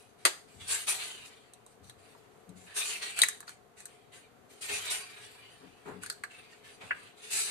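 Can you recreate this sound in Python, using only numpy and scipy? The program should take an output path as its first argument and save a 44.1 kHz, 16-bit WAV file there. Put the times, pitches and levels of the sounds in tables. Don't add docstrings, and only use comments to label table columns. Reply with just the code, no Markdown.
import sys
import numpy as np
from scipy import signal
from scipy.fft import rfft, irfft
from scipy.io import wavfile
from scipy.ndimage import uniform_filter1d

SR = 44100
rng = np.random.default_rng(int(sys.argv[2]) if len(sys.argv) > 2 else 0)


def gain_from_db(level_db):
    decades = np.asarray(level_db, float) / 20
    return 10 ** decades


def pcm_store(signal):
    levels = np.round(np.clip(np.atleast_2d(signal), -1, 1) * 32767)
    wavfile.write(sys.argv[1], SR, levels.astype(np.int16).T)


N = 330750
T = np.arange(N) / SR

# f/Hz, level/dB
AIR_COLOUR = [(15, -70), (25, -21), (125, -9), (237, -4.5), (301, -5), (335, -8.5), (427, 2.5), (475, -1),
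              (691, -7.5), (1060, -7.5), (1150, -6.5), (2700, -16.5), (2930, -17), (13500, -29),
              (15000, -48)]
# f/Hz, width/Hz, rms level before wavering/dB
HUM_RESONANCES = [(431, 18, -77.5), (718.7, 41, -70), (117, 29, -77.5)]
# t/s, hiss level/dB, scrape level/dB (both under BRISTLE_DB), hold/s, hiss fade/(dB/s)
BROOM_PUSHES = [(-0.03, -66.5, -65.5, 0.0084, 94), (0.174, -68, -65.5, 0.054, 200),
                (0.464, -67, -68, 0.11, 100), (0.591, -57, -52, 0.055, 56),
                (0.666, -41.5, -43.5, 0.01, 150), (0.69, -33, -38, 0.0083, 151),
                (0.864, -34, -35.5, 0.013, 166), (0.972, -46.5, -44, 0.03, 67),
                (1.24, -52.5, -64.5, 0.002, 400), (1.332, -74.5, -77, 0.0082, 95),
                (1.663, -72, -76, 0.034, 200), (1.823, -66, -70.5, 0.033, 200),
                (1.972, -70, -69.5, 0.12, 57), (2.037, -83, -64, 0.014, 155), (2.3, -78, -80, 0.08, 98),
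                (2.55, -63, -66, 0.071, 60), (2.66, -76, -55, 0.045, 100), (2.737, -50, -51, 0.01, 101),
                (2.753, -35.5, -37.5, 0.005, 105), (2.838, -42.5, -42, 0.07, 138),
                (3.007, -43.5, -38.5, 0.0083, 130), (3.152, -45, -39.5, 0.037, 190),
                (3.463, -54.5, -55.5, 0.0046, 248.5), (3.761, -60.5, -59.5, 0.019, 200),
                (3.869, -73, -65, 0.043, 105), (4.113, -61.5, -57, 0.039, 176),
                (4.486, -62.5, -64, 0.02, 82.5), (4.605, -42, -46.5, 0.019, 150),
                (4.675, -41.5, -40.5, 0.089, 150), (4.829, -45.5, -39.5, 0.018, 143),
                (4.893, -36, -36, 0.0037, 155), (5.077, -60.5, -55.5, 0.14, 60),
                (5.152, -64, -59.5, 0.016, 17), (5.842, -66, -59.5, 0.024, 127),
                (6.01, -53, -53.5, 0.0045, 205), (6.291, -65.5, -56.5, 0.034, 39),
                (6.485, -70, -66.5, 0.025, 100), (6.627, -62, -57, 0.046, 158),
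                (6.795, -61.5, -54, 0.044, 100), (6.941, -66.5, -58, 0.12, 200),
                (7.16, -64.5, -58.5, 0.024, 110), (7.211, -55.5, -52.5, 0.07, 100),
                (7.299, -36.5, -43, 0.015, 100), (7.318, -34.5, -43.5, 0.074, 150),
                (7.449, -47, -42, 0.05, 100)]
# f/Hz, level/dB
HISS_COLOUR = [(3530, -7), (6000, -4.5), (6560, -7.5), (7370, -4), (9450, -2), (11400, -15.5),
               (14000, -20.5)]
# f/Hz, level/dB
SCRAPE_COLOUR = [(210, -28), (350, -22.5), (416, -4), (485, -17), (709, -8), (891, -9.5), (2530, 3),
                 (4700, -6), (6110, -33), (10300, -120)]
# t/s, rms level over a quarter second/dB, hit decay/s, rattle against hit/dB, rattle decay/s
BLOW_HITS = [(0.251, -33.5, 0.0033, -5.5, 0.015), (6.908, -42.5, 0.0031, -11.5, 0.0088)]
# f/Hz, level/dB
BLOW_TONES = [
    [(120, -53.5), (200, -22), (636, -15), (1510, -5.5), (1850, 0), (3470, -6), (4550, -5.5), (5550, -12),
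     (8880, -6.5), (14000, -23), (15000, -34.5)],
    [(290, -52), (500, -29), (883, -30.5), (1650, -1.5), (2020, -5), (2360, -7), (2700, -12.5), (5000, -72),
     (6500, -78), (11000, -120)],
]
# f/Hz, level/dB
ECHO_COLOUR = [(300, 14), (800, 10), (2000, 0.5), (4400, 4.5), (5600, 6), (8800, 0.5), (11000, -1.5),
               (14000, 1), (16000, -37)]
# t/s, rumble level/dB, thump level/dB (both before trim and fade), favoured f/Hz, fall-off/(dB/octave)
FOOTFALLS = [(0.549, -61, -56.5, 97.5, 5.5), (1.799, -80, -58, 130.4, 7.5), (2.481, -71, -47.5, 182.5, 18),
             (4.696, -36, -61.5, 420, 0.5), (5.617, -49, -57, 230, 10), (5.864, -36, -42.5, 420, 10.5),
             (5.884, -37, -45, 206, 21), (6.819, -39.5, -63, 180, 7), (7.329, -66, -67, 230, 0)]
# f/Hz, level/dB
RUMBLE_COLOUR = [(120, -19), (300, -15.5), (800, -1.5), (1600, -4), (3000, -28)]
# f/Hz, width/Hz, T60/s
FLOOR_MODES = [(96.8, 25, 0.9), (183, 21, 0.42), (268, 56, 0.47), (414, 46, 0.42)]
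# t/s, cup f/Hz, then peak levels of cup/dB, rim/dB, splinters/dB
SHELL_CRACKS = [(1.535, 1540, -68, -50.5, -38.5), (1.663, 972, -56, -58, -40.5),
                (1.843, 1150, -76, -54, -52), (1.896, 1710, -47, -43, -37), (2.148, 1000, -53.5, -67, -65),
                (2.491, 926, -74, -58, -44), (3.189, 1670, -24.5, -31, -16), (3.217, 2150, -25, -8, -7),
                (3.234, 1990, -12, -37, -11), (3.285, 1820, -29, -35.5, -15),
                (3.404, 1480, -41, -45, -32.5), (3.428, 1520, -45.5, -58.5, -56),
                (3.478, 1410, -42, -38.5, -53), (3.492, 1517, -42.5, -47.5, -35),
                (3.803, 1660, -51.5, -56, -37.5), (3.855, 1700, -45.5, -48, -28.5),
                (6.034, 1490, -35, -46, -29), (6.061, 1680, -35, -39, -30),
                (6.099, 1600, -31.5, -25, -20.5), (6.125, 1550, -46, -59, -34),
                (6.236, 1700, -27.5, -40, -32), (6.27, 1660, -57, -62, -65)]
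# f/Hz, width/Hz, relative level/dB
SPLINTER_RESONANCES = [(6700, 750, -8.5), (8460, 2070, 5.5), (12800, 1310, -15)]
# f/Hz, level/dB
CLACK_COLOUR = [(300, -17), (600, 1.5), (1200, -0.5), (3000, -4.5), (5000, -7.5), (7000, -42)]
# f/Hz, level/dB
MIC_RESPONSE = [(1, 6.5), (4700, 0), (5300, -4), (6200, 1.5), (14200, 3.5), (15200, -17), (22100, -31)]

AIR_DB = -63.5
PRESS_S, BRISTLE_DB = 0.028, 1.54
SCRAPE_LINGERS = 0.83
NEAR_T60_S, NEAR_DB = 0.068, -4
WALL_T60_S, WALL_DB = 0.35, -12
RUMBLE_T60_S, RUMBLE_TRIM_DB, THUMP_TRIM_DB = 0.3, -5, 1
WHOLE_RIM_HZ, HALVES_RIM_HZ, SPLIT_S = 3926, 4350, 3.35
CUP_WIDTH_HZ, RIM_WIDTH_HZ = 320, 400
CRUMBLE_S, CLACK_UNDER_RIM_DB = 0.0026, -15.5


def level(x, db):
    return x * gain_from_db(db) / np.sqrt(np.mean(x ** 2))


def colour(x, points):
    hz, db = np.transpose(points)
    f = np.fft.rfftfreq(x.shape[-1], 1 / SR) + 1
    gain_db = np.interp(np.log(f), np.log(hz), db, left=-60, right=-60)
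    return irfft(rfft(x) * gain_from_db(gain_db), x.shape[-1])


def band(x, hz, width_hz):
    return signal.lfilter(*signal.iirpeak(hz, hz / width_hz, SR), x)


def walk(rate):
    hold = int(SR / rate)
    held = np.repeat(rng.standard_normal(N // hold + 1), hold)
    return uniform_filter1d(held, hold)[:N]


def pair(alike_hz, x):
    f = np.fft.rfftfreq(N, 1 / SR)
    shared = 0.65 / (1 + (f / alike_hz) ** 2)
    a, b = rfft(x)
    return irfft(np.array([a, shared * a + np.sqrt(1 - shared ** 2) * b]), N)


def add(out, s, sound):
    i = int(s * SR)
    out[..., i:i + sound.shape[-1]] += sound[..., :N - i]


def ports(left, right):
    return np.array([left, np.roll(right, SR // 2200)])


def air():
    noise = pair(527, rng.standard_normal((2, N)))
    out = level(colour(noise, AIR_COLOUR), AIR_DB) * gain_from_db(walk(3))
    for hz, width_hz, db in HUM_RESONANCES:
        hum = band(pair(700, rng.standard_normal((2, N))), hz, width_hz)
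        out = out + level(hum, db) * gain_from_db(0.95 * walk(7.6))
    return out


def bristles(points, centres_hz):
    slips = pair(600, rng.standard_normal((2, N))) * gain_from_db(1.4 * walk(90))
    rippling = sum(gain_from_db(5.35 * walk(14)) * band(slips, hz, hz / 36) for hz in centres_hz)
    return level(colour(rippling, points), BRISTLE_DB)


def broom():
    hiss_power, scrape_power = np.zeros(N), np.zeros(N)
    for s, hiss_db, scrape_db, hold, fade in BROOM_PUSHES:
        landed = np.sin(np.pi / 2 * np.clip((T - s) / PRESS_S, 0, 1)) ** 1.3
        lost_db = fade * np.maximum(T - s - PRESS_S - hold, 0)
        hiss_power += (landed * gain_from_db(hiss_db - lost_db)) ** 2
        scrape_power += (landed * gain_from_db(scrape_db - SCRAPE_LINGERS * lost_db)) ** 2
    hiss = np.sqrt(hiss_power) * bristles(HISS_COLOUR, np.geomspace(4000, 15000, num=30))
    scrape = np.sqrt(scrape_power) * bristles(SCRAPE_COLOUR, np.geomspace(350, 6000, num=56))
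    return hiss + scrape


def blows():
    out, t = np.zeros((2, N)), T[:SR // 4]
    for (s, rms_db, hit_s, rattle_db, rattle_s), points in zip(BLOW_HITS, BLOW_TONES):
        noise = rng.standard_normal((3, len(t))) * (1 - np.exp(-t / 0.0009))
        hit = noise[:1] * np.exp(-t / hit_s)
        rattle = gain_from_db(rattle_db) * noise[1:] * np.exp(-t / rattle_s)
        force = hit + rattle
        force[:, SR // 1000] += 2.2
        blow = colour(np.roll(force, SR // 100, axis=1), points)
        add(out, s - 0.01, level(ports(*blow), rms_db))
    return out


def room(x):
    t = T[:SR // 2]
    tails = 0
    for t60, db in ((NEAR_T60_S, NEAR_DB), (WALL_T60_S, WALL_DB)):
        decaying = rng.standard_normal((2, len(t))) * np.exp(-np.log(1000) * t / t60)
        tails = tails + level(decaying, db)
    echoes = signal.fftconvolve(x, tails / np.sqrt(len(t)), axes=1)[:, :N]
    return colour(echoes, ECHO_COLOUR)


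def steps():
    out, t = np.zeros((2, N)), T[:SR]

    def fade(t60):
        return (1 - np.exp(-t / 0.021)) * np.exp(-np.log(1000) * t / t60)

    for s, rumble_db, thump_db, favoured_hz, fall_db in FOOTFALLS:
        push = rng.standard_normal((3, SR))
        rumble = level(colour(push[:2], RUMBLE_COLOUR), rumble_db + RUMBLE_TRIM_DB)
        step = rumble * fade(RUMBLE_T60_S)
        for hz, width_hz, t60 in FLOOR_MODES:
            waver = band(band(push[2], hz, width_hz), hz, 3 * width_hz)
            mode = np.sin(2 * np.pi * hz * t) + 1.17 * waver / waver.std()
            db = thump_db - fall_db * abs(np.log2(hz / favoured_hz))
            step = step + level(mode, db + THUMP_TRIM_DB) * fade(t60)
        add(out, s - 0.012, step)
    return out


def ring(x, hz, width_hz):
    return band(band(x, hz, width_hz), hz, 4 * width_hz)


def cracks():
    out, t = np.zeros((2, N)), T[:SR // 8]
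    for s, cup_hz, cup_db, rim_db, splinter_db in SHELL_CRACKS:
        crumble = (1 - np.exp(-t / 0.0016)) * np.exp(-t / CRUMBLE_S)
        snaps = 0.29 * rng.standard_normal((2, len(t))) * crumble
        snaps[:, SR // 700] += 1
        snaps = np.roll(snaps, SR // 200, axis=1)
        rim_hz = WHOLE_RIM_HZ if s < SPLIT_S else HALVES_RIM_HZ
        splinters = sum(gain_from_db(db) * ring(snaps, hz, width) for hz, width, db in SPLINTER_RESONANCES)
        parts = ((cup_db, ring(snaps, cup_hz, CUP_WIDTH_HZ)),
                 (rim_db, ring(snaps, rim_hz, RIM_WIDTH_HZ)),
                 (splinter_db, splinters),
                 (rim_db + CLACK_UNDER_RIM_DB, colour(snaps, CLACK_COLOUR)))
        crack = sum(gain_from_db(db) * part / np.abs(part).max() for db, part in parts)
        add(out, s - 0.0055, ports(*crack))
    return out


def scene():
    near = cracks() + blows()
    return near + room(near) + broom() + steps() + air()


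def top_cut(x):
    return signal.sosfilt(signal.butter(12, 16480, fs=SR, output="sos"), x)


def record(dry):
    port_hz, shade_hz = 530, 6500

    def shelf(bass_db, top_db):
        return [(1, bass_db), (port_hz * 0.79, bass_db), (port_hz * 1.02, 0),
                (shade_hz * 0.7, 0), (shade_hz, top_db), (SR / 2 + 2, top_db)]

    left = colour(dry[0], shelf(5.7, 0.75))
    right = colour(dry[1], shelf(-7, -0.75))
    mix = colour(np.array([left, right]), MIC_RESPONSE)
    return top_cut(mix)


dry = scene()
out = record(dry)
pcm_store(out)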